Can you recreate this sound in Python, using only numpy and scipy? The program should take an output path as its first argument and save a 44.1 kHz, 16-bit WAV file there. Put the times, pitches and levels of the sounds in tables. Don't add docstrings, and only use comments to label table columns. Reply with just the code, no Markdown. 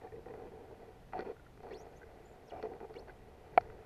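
import sys
import numpy as np
from scipy import signal
from scipy.fft import rfft
from scipy.io import wavfile
from scipy.ndimage import uniform_filter1d

SR = 44100
rng = np.random.default_rng(int(sys.argv[2]) if len(sys.argv) > 2 else 0)


def volts(x):
    e = np.asarray(x, float) / 20
    return 10 ** e


def pcm_store(signal):
    levels = np.round(np.clip(np.atleast_2d(signal), -1, 1) * 32767)
    wavfile.write(sys.argv[1], SR, levels.astype(np.int16).T)


N = 169785


def evened(x):
    return x / np.sqrt(np.mean(x ** 2) + 1e-20)


def drift(seconds):
    width = max(int(seconds * SR), 2)
    smooth = uniform_filter1d(rng.standard_normal(N), width)
    return evened(uniform_filter1d(smooth, width))


def ring(modes, rise_s=0.00026):
    t = np.arange(4096) / SR
    y = sum(volts(level_db - 60 * t / t60) * np.sin(2 * np.pi * hz * t) for hz, level_db, t60 in modes)
    y = y * (1 - np.exp(-t / rise_s)) ** 2
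    return y / abs(y).max()


def add(mix, start_s, sound):
    part = mix[round(start_s * SR):][:len(sound)]
    part += sound[:len(part)]


# (time [s], low ring level [dB])
FAINT_RUB = [(0, -63.5), (.9, -63.5), (1.05, -65.5), (1.55, -69.5), (1.95, -58.5), (2.45, -61),
             (3.15, -62.5), (3.35, -60.5), (3.6, -56.5), (3.85, -57.5)]
# (start [s], length [s], low ring level [dB],
# middle ring relative to low [dB], upper ring relative to low [dB])
STROKES = [(.01, 0.063, -52, -3.5, -20), (0.116, 0.079, -50, -19, -35), (0.259, 0.062, -48, -10, -29),
           (0.337, .15, -50, -6, -19.5), (0.513, 0.14, -54.5, -6, -21), (0.673, 0.07, -54.5, -3, -21),
           (0.79, 0.098, -54, -6, -18), (1.136, 0.049, -49, 6, -12), (1.189, 0.037, -42, -9, -15),
           (1.24, 0.078, -43, -9, -18.5), (1.629, 0.099, -51.5, -2.5, -20), (1.689, 0.09, -51, -5.5, -17),
           (1.794, 0.084, -58.5, 2, -11.5), (2.514, 0.087, -51.5, 3.5, -18),
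           (2.627, 0.04, -41, -6.5, -20.5), (2.679, 0.086, -49, -6.5, -27),
           (2.804, 0.046, -46.5, -4.5, -25), (2.892, 0.022, -53, -4.5, -23), (2.943, 0.083, -51, -6.5, -23),
           (3.07, 0.035, -54.5, -2, -8.5)]


def rub_levels():
    t = np.arange(N) / SR
    rise_s, fall_s = 0.0055, 0.0063
    faint_relative_db = np.array([[0], [-3], [-12]])
    power = volts(np.interp(t, *np.transpose(FAINT_RUB)) + faint_relative_db) ** 2
    for start, length, low_db, middle_db, upper_db in STROKES:
        rise = np.clip((t - start) / rise_s, 0, 1)
        fall = np.exp(-np.maximum(t - start - length, 0) / fall_s)
        peak = volts(low_db + np.array([[0], [middle_db], [upper_db]]))
        power += (rise * fall * peak) ** 2
    return np.sqrt(power)


# (frequency [Hz], level within the group [dB], time to die by 60 dB [s])
LOW = [(399.2, -8, 0.1), (441.3, 0.5, 0.076), (472, -6.5, 0.071)]
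MIDDLE = [(613, -1.5, 0.039), (690.5, -1, 0.053), (743.6, -2, 0.074), (826, -9, 0.033), (1114, -15, 0.047)]
UPPER = [(1303, 14, 0.0098), (1430, 4, 0.019), (1956, 9, 0.02), (2377, 5.5, 0.017), (2890, -12, 0.025)]
TOP = [(3530, -3.5, 0.011), (4405, 1.5, 0.014), (5370, -10.5, 0.021), (5816, -10, 0.02), (6750, -24, 0.018)]


def rubbing():
    slips_per_s, slip_spread_db = 1200, 3.5
    smooth_share = 0.37
    top_under_upper_db = -17.5
    low, middle, upper = rub_levels()
    size = volts(slip_spread_db * np.minimum(rng.exponential(1, N), 4))
    direction = rng.choice([-1., 1.], N)
    happens = rng.random(N) < slips_per_s / SR
    slips = evened(size * direction * happens)
    top = upper * volts(top_under_upper_db)
    out = np.zeros(N)
    for modes, level in ((LOW, low), (MIDDLE, middle), (UPPER, upper), (TOP, top)):
        scrape = rng.standard_normal(N)
        drive = np.sqrt(1 - smooth_share) * slips + np.sqrt(smooth_share) * scrape
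        answer = ring(modes)
        answer = answer / np.linalg.norm(answer)
        out += signal.oaconvolve(drive * level, answer)[:N]
    return out


# (time [s], drive level before the group's push [dB],
# low and middle drive relative to it [dB], top drive relative to it [dB])
TICKS = [(0.2587, -52.5, 10.5, -26), (0.2834, -53, 9, -26), (0.3381, -51.5, 15, -21),
         (1.1242, -50, -2, -25), (1.133, -39, -6, -25), (1.179, -49, 3, -18), (1.1908, -42, 2, -8),
         (1.2059, -48, 0, -6), (1.5745, -55, 6, -17), (1.604, -51, 10, -30), (1.6316, -56, 9, -12),
         (1.6676, -52, 9, -20), (1.6871, -54, 10, -15), (2.6264, -43, 6, -9), (2.735, -51, 9, -24),
         (2.8028, -50, 8, -24), (2.8434, -53, 10, -24), (2.9402, -52.5, -2, -5.5), (3.6085, -46.5, -8, -10),
         (3.7004, -49, 4, -19)]


def ticks():
    time_s, level_db, low_db, top_db = np.transpose(TICKS)
    steps = np.arange(40)
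    contact = rng.standard_normal((len(time_s), len(steps))) * np.exp(-steps / 8.)
    contact[:, 0] = 2
    contact = abs(contact) / abs(contact).sum(1, keepdims=True)
    at = np.round(time_s[:, None] * SR).astype(int) + steps
    out = np.zeros(N)
    for modes, relative_db, push in ((LOW + MIDDLE, low_db, 1), (UPPER, 0, 2), (TOP, top_db, 4)):
        drive = np.zeros(N)
        drive[at] = push * contact * volts(level_db + relative_db)[:, None]
        out += signal.oaconvolve(drive, ring(modes))[:N]
    return out


# (time [s], peak level [dB], frequency of the main mode [Hz])
TAPS = [(.013, -57, 1850), (.034, -59, 1800), (0.072, -54.5, 1800), (0.1203, -53, 1840),
        (0.1592, -57, 1960), (0.2583, -55, 1890), (0.2846, -53, 1870), (.3047, -58, 1910),
        (1.1332, -34, 800), (1.1918, -28, 420), (1.197, -38, 1474), (1.3653, -54.5, 1430),
        (1.3955, -54, 1440), (1.4638, -51.5, 1390), (2.0158, -50, 1540), (2.0303, -47, 1550),
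        (3.0807, -51, 1520), (3.0947, -45.5, 1553)]


def case_and_reel_taps():
    t60_s, rise_s = 0.025, 0.001
    out = np.zeros(N)
    for time_s, peak_db, hz in TAPS:
        pair = [(hz, 0, t60_s), (1.3 * hz, -9, t60_s)]
        add(out, time_s, volts(peak_db) * ring(pair, rise_s))
    return out


# (frequency [Hz], relative level [dB], time to die by 60 dB before the extra damping [s])
KNOCK_MODES = [(527, -12, 0.039), (722.6, -0.5, 0.05), (880, -23.5, 0.032), (1353, -8.5, 0.016),
               (1680, -20, 0.024), (2080, -24, 0.025), (2267, -9, 0.014), (3150, -25, .012),
               (4440, -28, 0.0095), (5600, -51.5, 0.0083)]


def knock():
    time_s, level_db, rise_s = 3.5761, -8, 0.00053
    free_s, damped_t60_s, rings_on_db = .0072, .018, -15
    blow = ring(KNOCK_MODES, rise_s)
    late = np.maximum(np.arange(len(blow)) / SR - free_s, 0)
    damping = np.maximum(volts(-60 * late / damped_t60_s), volts(rings_on_db))
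    out = np.zeros(N)
    add(out, time_s, volts(level_db) * damping * blow)
    return out


def line_wobble():
    wobble_hz, flicker_db = 220, 4
    return wobble_hz * drift(.0008), volts(flicker_db * drift(.003))


# (time [s], frequency before wobble [Hz], level before flicker and the case [dB])
SQUEAKS = [
    [(1.708, 1850, -56), (1.726, 2090, -55.5), (1.738, 3100, -64), (1.748, 4250, -62), (1.766, 4450, -59),
     (1.778, 5550, -63), (1.806, 5900, -64), (1.838, 6850, -77)],
    [(2.455, 7000, -83), (2.482, 5600, -76), (2.495, 4300, -65), (2.504, 2950, -57), (2.522, 1910, -62)],
    [(2.535, 2550, -69), (2.62, 2540, -68)],
    [(2.95, 1350, -59), (2.968, 2890, -57), (2.98, 3800, -66), (2.995, 4600, -60), (2.999, 5800, -75),
     (3.012, 6050, -74)],
]


def squeaks():
    overtone_db, off_ring_db = -13, -6
    t, line = np.arange(N) / SR, np.zeros(N)
    wobble, flicker = line_wobble()
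    for squeak in SQUEAKS:
        time_s, hz, level_db = np.transpose(squeak)
        phase = 2 * np.pi * np.cumsum(np.interp(t, time_s, hz) + wobble) / SR
        tone = np.sin(phase) + volts(overtone_db) * np.sin(2 * phase)
        sounding = (t > time_s[0]) & (t < time_s[-1])
        line += volts(np.interp(t, time_s, level_db)) * sounding * tone
    line = line * flicker
    rings = [ring([mode]) for mode in UPPER + TOP]
    strongest = max(abs(rfft(r)).max() for r in rings)
    answer = 2 * sum(rings) / strongest
    return volts(off_ring_db) * line + signal.oaconvolve(line, answer)[:N]


# (time of the middle [s], frequency before wobble [Hz], level before flicker [dB])
CHIRPS = [(1.716, 4370, -70), (1.92, 6600, -78.5), (1.97, 6230, -70.5), (1.98, 6800, -72.5),
          (2.26, 7040, -68), (2.287, 7240, -75), (2.325, 7100, -79)]


def chirps():
    swell_s = 0.0066
    t, out = np.arange(N) / SR, np.zeros(N)
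    wobble, flicker = line_wobble()
    for time_s, hz, level_db in CHIRPS:
        swell = np.exp(-.5 * ((t - time_s) / swell_s) ** 2)
        phase = 2 * np.pi * np.cumsum(hz + .5 * wobble) / SR
        out += volts(level_db) * swell * flicker * np.sin(phase)
    return out


def wind_gusts():
    gust_db, freshen_db = 1, 6
    freshen_start_s, freshen_length_s = 3.43, 0.2
    t = np.arange(N) / SR
    freshening = np.clip((t - freshen_start_s) / freshen_length_s, 0, 1)
    return gust_db * drift(0.1) + freshen_db * freshening


# (frequency [Hz], relative level per Hz [dB])
FLOOR_COLOUR = [(12, -39), (20, 6.5), (79, 1.5), (267, -8.5), (438, -9.5), (577, -9), (760, -13),
                (1180, -20.5), (2050, -23), (7910, -38.5), (13300, -38), (14500, -51.5)]


def floor():
    level_db, gust_top_hz = -58, 180
    frames, hop = N // 256 + 5, 256
    hz = np.fft.rfftfreq(1024, 1 / SR)
    real, imaginary = rng.standard_normal((2, frames, 513))
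    colour_hz, colour_db = np.transpose(FLOOR_COLOUR)
    colour = np.interp(np.log(hz + 1), np.log(colour_hz + 1), colour_db)
    gust = np.interp(np.arange(frames) * hop, np.arange(N), wind_gusts())
    gust = gust[:, None] / (1 + (hz / gust_top_hz) ** 2)
    spectrum = (real + 1j * imaginary) * volts(colour + gust)
    noise = signal.istft(spectrum.T, nperseg=1024, noverlap=768)[1][:N]
    return volts(level_db) * evened(noise)


def scene():
    reel_and_case = rubbing() + ticks() + case_and_reel_taps() + knock()
    line = squeaks() + chirps()
    return (reel_and_case + line + floor())[None]


def roll_off(x):
    return signal.sosfilt(signal.butter(12, 14960, fs=SR, output="sos"), x)


def record(dry):
    low_pass = signal.firwin(511, 14000, window=("kaiser", 9), fs=SR)
    mix = signal.oaconvolve(dry, low_pass[None], "same")
    return roll_off(mix)


dry = scene()
out = record(dry)
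pcm_store(out)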